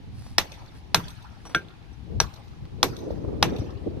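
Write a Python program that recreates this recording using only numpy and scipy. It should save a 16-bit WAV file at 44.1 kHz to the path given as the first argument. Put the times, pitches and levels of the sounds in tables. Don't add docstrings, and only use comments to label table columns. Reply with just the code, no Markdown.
import sys
import numpy as np
from scipy import signal
from scipy.fft import rfft, irfft
from scipy.io import wavfile
from scipy.ndimage import uniform_filter1d

SR = 44100
rng = np.random.default_rng(int(sys.argv[2]) if len(sys.argv) > 2 else 0)


def store_wav(level_fs):
    pcm = np.round(np.clip(np.atleast_2d(level_fs), -1, 1) * 32767)
    wavfile.write(sys.argv[1], SR, pcm.T.astype(np.int16))


N = 176400

# t/s, rumble/dB, buffeting/dB
WIND_LEVELS = [(0, -42, -53), (.3, -42, -63.5), (.55, -47, -56.5), (.85, -49.5, -56), (1.02, -39, -54.5),
               (1.2, -48.5, -67), (1.6, -50.5, -48), (1.8, -52, -60), (1.97, -47, -64), (2.16, -35, -39.5),
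               (2.34, -48, -60.5), (2.62, -43, -56), (2.85, -41.5, -40.5), (2.99, -45.5, -38),
               (3.269, -43.5, -34.5), (3.542, -45.5, -28.5), (3.74, -46.5, -42.5), (4, -40, -35)]
# t/s, gain/dB
RUMBLE_BALANCE = [(0, -1), (1.1, 3.5), (2.1, 7), (2.7, 2), (3.2, 13.5), (4, 7)]
# f/Hz, level/dB
RUMBLE_SPECTRUM = [(10, -18), (28, -21), (58, 3), (100, 2.5), (160, -4.5), (300, -15.5), (700, -51.5),
                   (2000, -67.5)]
BUFFET_SPECTRUM = [(30, -24.5), (120, -8.5), (330, -0.5), (480, -5), (700, -16.5), (1200, -27.5),
                   (2000, -42), (6000, -59)]
AIR_SPECTRUM = [(30, 6), (100, 10), (250, 2), (500, -16.5), (800, 0.5), (1300, -9.5), (2500, -7.5),
                (4200, -10), (6000, -17.5), (8000, -26), (11000, -25.5), (13000, -31), (16000, -41)]
GRIT_SPECTRUM = [(1000, 3.5), (3500, -4), (4600, 6.5), (7000, -6), (10500, 1), (13000, -7), (16000, -0.5)]
TICK_SPECTRUM = [(100, -22), (800, 4), (2000, -8), (4000, -9), (7000, -19), (10500, -25), (12500, -27),
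                 (15500, -6.5)]
# t/s, length/s, level/dB, centre f/Hz
WIND_EDDIES = [(2.14, .06, -34, 107), (2.89, 0.027, -37, 115), (3.062, 0.029, -32.5, 353),
               (3.104, 0.0079, -26, 426), (3.588, 0.027, -27, 97), (3.858, 0.031, -27, 330)]
# t/s, length/s, level/dB
MORTAR_CRUMBLES = [(0.109, 0.27, -51), (0.729, 0.082, -53.5), (1.362, 0.32, -57)]
# t/s, level/dB, decay/s, ring/dB
CHISEL_TICKS = [(0.2653, -20.5, 0.0017, -52), (1.4528, -13, 0.015, -43), (1.467, -17, 0.0092, -42),
                (1.494, -14, 0.06, -44), (1.928, -39, .01, -54.5), (2.654, -20.5, 0.00092, -67),
                (3.589, -18, 0.017, -44.5)]
# f/Hz, gain/dB each
HAMMER_BLOWS = [(0.3821, 0.5, -9, -3, 1.5, -1.5, -17.5, 10, -1, 1, 1910, 2.5, 5400, 9),
                (0.945, 4, -2, -0.5, -1, 2, 0.5, 10.5, -14, -3.5, 775, -6, 3710, -15),
                (1.5472, -2.5, -8, -10, -14, -17, 10.5, -7.5, 2.5, 3, 1596, 6, 3380, -3),
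                (2.2012, -4.5, -6.5, 2.5, 4, -0.5, -9, -0.5, 5.5, 0.5, 1614, 2.5, 5850, 10.5),
                (2.8289, -2, 2.5, 4.5, 5.5, 3, -10, -4, -26, 0, 990, -28, 3510, 1),
                (3.426, 2.5, -1, 1.5, -2, -5.5, -17, -4, 5, -1.5, 1405, 1.5, 3830, -0.5)]
# f/Hz, level/dB, T60/s
BRICK_MODES = [(1408, -2, .1), (1578, 1, .11), (2160, -17, .09), (2299, -18, .11)]
WEDGED_MODES = [(3610, -19, 0.02), (3473, -6.5, 0.067), (3700, -5.5, 0.089), (4083, 5, 0.048),
                (5960, -2, 0.055), (6180, -16, .07), (12830, 0, .045), (13370, -8, 0.031)]
LOOSE_MODES = [(5760, 0.5, .08), (5796, -4.5, 0.1), (7760, -8, .06), (9880, -10.5, .07), (10480, -13, .1)]
# f/Hz, level/dB
CRACK_SPECTRUM = [(60, -16), (200, -12.5), (480, -9), (760, 3), (1350, -2), (2050, -6.5), (2450, -1.5),
                  (2900, -7), (3600, 0), (4700, -1), (5550, -1.5), (6300, -3), (7250, -28.5), (8400, -9),
                  (9400, -19), (10500, -15), (11500, -19.5), (12300, -11.5), (13300, -33), (16000, -42.5)]
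SCATTER_SPECTRUM = [(60, -4), (170, 5.5), (260, -4), (370, 4.5), (550, 0.5), (850, -0.5), (1400, -4),
                    (2000, -4), (3000, -6.5), (3900, -6.5), (4800, -12), (6000, -8.5), (7200, -18),
                    (8300, -17.5), (9500, -20.5), (11400, -21), (12400, -4), (13300, -33.5), (16000, -35.5)]
YARD_SPECTRUM = [(100, 0), (800, 3.5), (2500, 0.5), (6000, -6), (12000, -0.5)]
ECHO_SPECTRUM = [(100, -10), (1000, -12), (2800, -5), (3850, 4), (4800, -7), (6000, -0.5), (7500, -2.5),
                 (13000, 2.5)]
# f/Hz, T60/s
SCATTER_DECAY = [(100, 0.32), (500, 0.12), (1500, 0.11), (5000, 0.13), (13000, 0.13)]
YARD_DECAY = [(100, 1.3), (1000, 1.81), (4000, 1.26), (7000, 1.5), (13000, 0.83)]
# delay/s, level/dB, smear/s
WALL_ECHOES = [(.1358, -28, .003), (.157, -33, .009), (.277, -40, .004)]
# f/Hz, correlation
FAR_COHERENCE = [(50, .5), (500, .55), (1200, 0), (3500, 0), (16000, 0.4)]
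NEAR_COHERENCE = [(50, 0.74), (500, 1), (1000, 0.76), (3000, -0.1), (6000, 0.072), (10000, -.3)]
# f/Hz, phase lead/rad
LEFT_PHASE = [(20, -1.5), (400, -1.65), (1500, 0.85), (3600, 0.49), (4500, -2.07), (7000, -2), (11000, -2),
              (16000, -3.5)]
# f/Hz, gain/dB
TREBLE_ROLLOFF = [(20, 3.5), (12600, -4), (13600, -4.5), (16000, -9.5)]

CRACK_RISE_S, CRACK_HOLD_S, CRACK_FALL_S = .001, .0027, .0019
CRACK_DB, SCATTER_DB = 13.5, 9
BRICK_DB, WEDGED_DB, LOOSE_DB, CLINK_DB = -23, -27, -30, -9
CLINK_T60_S, SCATTER_RISE_S = .018, .0025
THUD_HZ, BODY_HZ, MIDDLE_HZ, BITE_HZ, SIZZLE_HZ = 302, 820, 2760, 5600, 9500
AIR_DB, YARD_DB, RING_TO_YARD_DB = -53, -22.5, -14


def amp(db):
    return 10 ** (np.asarray(db) / 20)


def curve_at(points, hz):
    f, value = np.transpose(points)
    return np.interp(np.log(hz + 1), np.log(f + 1), value)


def unit_energy(x):
    return x / np.sqrt(np.mean(x ** 2) * x.shape[-1] + 1e-30)


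def unit_rms(x):
    return x / np.sqrt(np.mean(x ** 2) + 1e-30)


def add(mix, start_s, sound):
    part = mix[:, max(round(start_s * SR), 0):][:, :sound.shape[-1]]
    part += sound[..., :part.shape[-1]]


def colour(x, spectrum, size=4096):
    log_gain = np.log(amp(curve_at(spectrum, abs(np.fft.fftfreq(size, 1 / SR)))))
    taps = np.fft.ifft(np.exp(np.conj(signal.hilbert(log_gain)))).real[:size // 2]
    return signal.fftconvolve(np.atleast_2d(x), taps[None], axes=1)[:, :x.shape[-1]]


def diffuse(n, coherence=FAR_COHERENCE):
    a, b = rfft(rng.standard_normal((2, n)))
    same = np.clip(curve_at(coherence, np.fft.rfftfreq(n, 1 / SR)), -.98, .98)
    mid, side = a * np.sqrt((1 + same) / 2), b * np.sqrt((1 - same) / 2)
    return irfft([mid + side, mid - side], n)


def from_wall(x):
    z = rfft(np.ravel(x), 2 * x.size)
    lead = np.exp(1j * curve_at(LEFT_PHASE, np.fft.rfftfreq(2 * x.size, 1 / SR)))
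    return irfft([z * lead, z])[:, :x.size]


def turbulence(spectrum, left_db, lump_db, lump_s):
    lumps = unit_rms(signal.fftconvolve(rng.standard_normal(N), np.hanning(int(2 * lump_s * SR)), "same"))
    ports = colour(rng.standard_normal((2, N)), spectrum)
    return unit_rms(ports * amp(lump_db * lumps)) * amp(np.array([[1], [-1]]) * left_db)


def wind(eddy_width_oct=.53):
    times_s, rumble_db, buffet_db = np.transpose(WIND_LEVELS)
    t = np.arange(N) / SR
    left_db = np.interp(t, *np.transpose(RUMBLE_BALANCE))
    rumble = turbulence(RUMBLE_SPECTRUM, left_db, lump_db=2.3, lump_s=.03)
    buffet = turbulence(BUFFET_SPECTRUM, left_db=-.5, lump_db=2.4, lump_s=.012)
    out = rumble * amp(np.interp(t, times_s, rumble_db)) + buffet * amp(np.interp(t, times_s, buffet_db))
    hz = np.fft.rfftfreq(SR, 1 / SR)
    for start_s, length_s, db, centre_hz in WIND_EDDIES:
        band = np.exp(-.5 * (np.log2((hz + 1) / centre_hz) / eddy_width_oct) ** 2)
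        n = int(length_s * SR)
        eddy = irfft(rfft(rng.standard_normal((2, SR))) * band)[:, :n] * np.hanning(n) ** .5
        add(out, start_s, amp(db) * unit_rms(eddy))
    return out


def town_air():
    return amp(AIR_DB) * unit_rms(colour(diffuse(N), AIR_SPECTRUM))


def crumble(length_s, db, spread_db=4):
    n = int(length_s * SR)
    grains = rng.standard_normal(n) * amp(spread_db * np.minimum(rng.exponential(1, n), 6))
    return amp(db) * from_wall(unit_rms(colour(grains, GRIT_SPECTRUM)) * np.hanning(n) ** .5)


def ring(modes, t):
    return sum(amp(db - 60 * t / t60_s) * np.sin(2 * np.pi * hz * t) * (-1) ** k
               for k, (hz, db, t60_s) in enumerate(modes))


def tick(db, decay_s, ring_db):
    t = np.arange(SR // 5) / SR
    touch = unit_energy(colour(rng.standard_normal(len(t)) * np.exp(-t / decay_s), TICK_SPECTRUM))
    return from_wall(amp(db) * touch + amp(ring_db) * ring(LOOSE_MODES, t))


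def crack(t, passes=3):
    envelope = np.minimum(t / CRACK_RISE_S, 1) * np.exp(-np.maximum(t - CRACK_HOLD_S, 0) / CRACK_FALL_S)
    burst = rng.standard_normal(len(t)) * envelope
    for _ in range(passes):
        z = rfft(burst)
        burst = irfft(z / np.sqrt(abs(z) + 1e-9), len(t)) * envelope ** (1 / passes)
    return unit_energy(colour(burst, CRACK_SPECTRUM))


def tail(n, decay, coherence, patchy_db=2, size=256):
    hz, t, z = signal.stft(diffuse(n, coherence), SR, nperseg=size)
    patches = uniform_filter1d(rng.standard_normal(z.shape[1:]), size=3, axis=0)
    patches = unit_rms(uniform_filter1d(patches, size=6, axis=1))
    gain = amp(patchy_db * patches) * np.exp(-np.log(1000) * t / curve_at(decay, hz)[:, None])
    return signal.istft(z * gain, SR, nperseg=size)[1][:, :n]


def scatter(t):
    reflections = tail(len(t), SCATTER_DECAY, NEAR_COHERENCE) * (1 - np.exp(-t / SCATTER_RISE_S))
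    return unit_energy(colour(reflections, SCATTER_SPECTRUM))


def blow(hit_db, thud_db, body_db, bite_db, sizzle_db, brick_db, wedged_db, loose_db, scatter_db,
         low_hz, low_db, high_hz, high_db):
    t = np.arange(SR // 3) / SR
    rings = amp(BRICK_DB + brick_db) * ring(BRICK_MODES, t)
    rings += amp(WEDGED_DB + wedged_db) * ring(WEDGED_MODES, t)
    rings += amp(LOOSE_DB + loose_db) * ring(LOOSE_MODES, t)
    rings += amp(CLINK_DB) * ring([(low_hz, low_db, CLINK_T60_S), (high_hz, high_db, CLINK_T60_S)], t)
    hit = amp(SCATTER_DB + scatter_db) * scatter(t) + amp(CRACK_DB) * from_wall(crack(t))
    tone = [(THUD_HZ, thud_db), (BODY_HZ, body_db), (MIDDLE_HZ, 0),
            (BITE_HZ, bite_db), (SIZZLE_HZ, sizzle_db)]
    return amp(hit_db) * colour(hit, tone), from_wall(rings * np.minimum(t / CRACK_RISE_S, 1))


def yard(x, rise_s=.0052):
    t = np.arange(SR) / SR
    reverb = tail(SR, YARD_DECAY, FAR_COHERENCE, patchy_db=6) * np.minimum(t / rise_s, 1)
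    response = amp(YARD_DB) * unit_energy(colour(reverb, YARD_SPECTRUM))
    for delay_s, db, smear_s in WALL_ECHOES:
        echo = colour(diffuse(SR) * np.exp(-t / smear_s), ECHO_SPECTRUM)
        add(response, delay_s, amp(db) * unit_energy(echo))
    return signal.fftconvolve(x, response, axes=1)


def scene():
    mix = wind() + town_air()
    for start_s, *row in HAMMER_BLOWS:
        hit, rings = blow(*row)
        add(mix, start_s, hit + rings)
        add(mix, start_s, yard(hit + amp(RING_TO_YARD_DB) * rings))
    for start_s, *row in CHISEL_TICKS:
        add(mix, start_s, tick(*row))
    for start_s, *row in MORTAR_CRUMBLES:
        add(mix, start_s, crumble(*row))
    return mix


def record(dry):
    dulled = colour(np.clip(dry, -1, 1), TREBLE_ROLLOFF)
    lowpass = signal.firwin(511, 16000, window=("kaiser", 9), fs=SR)
    return signal.oaconvolve(dulled, lowpass[None], "same")


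dry = scene()
out = record(dry)
store_wav(out)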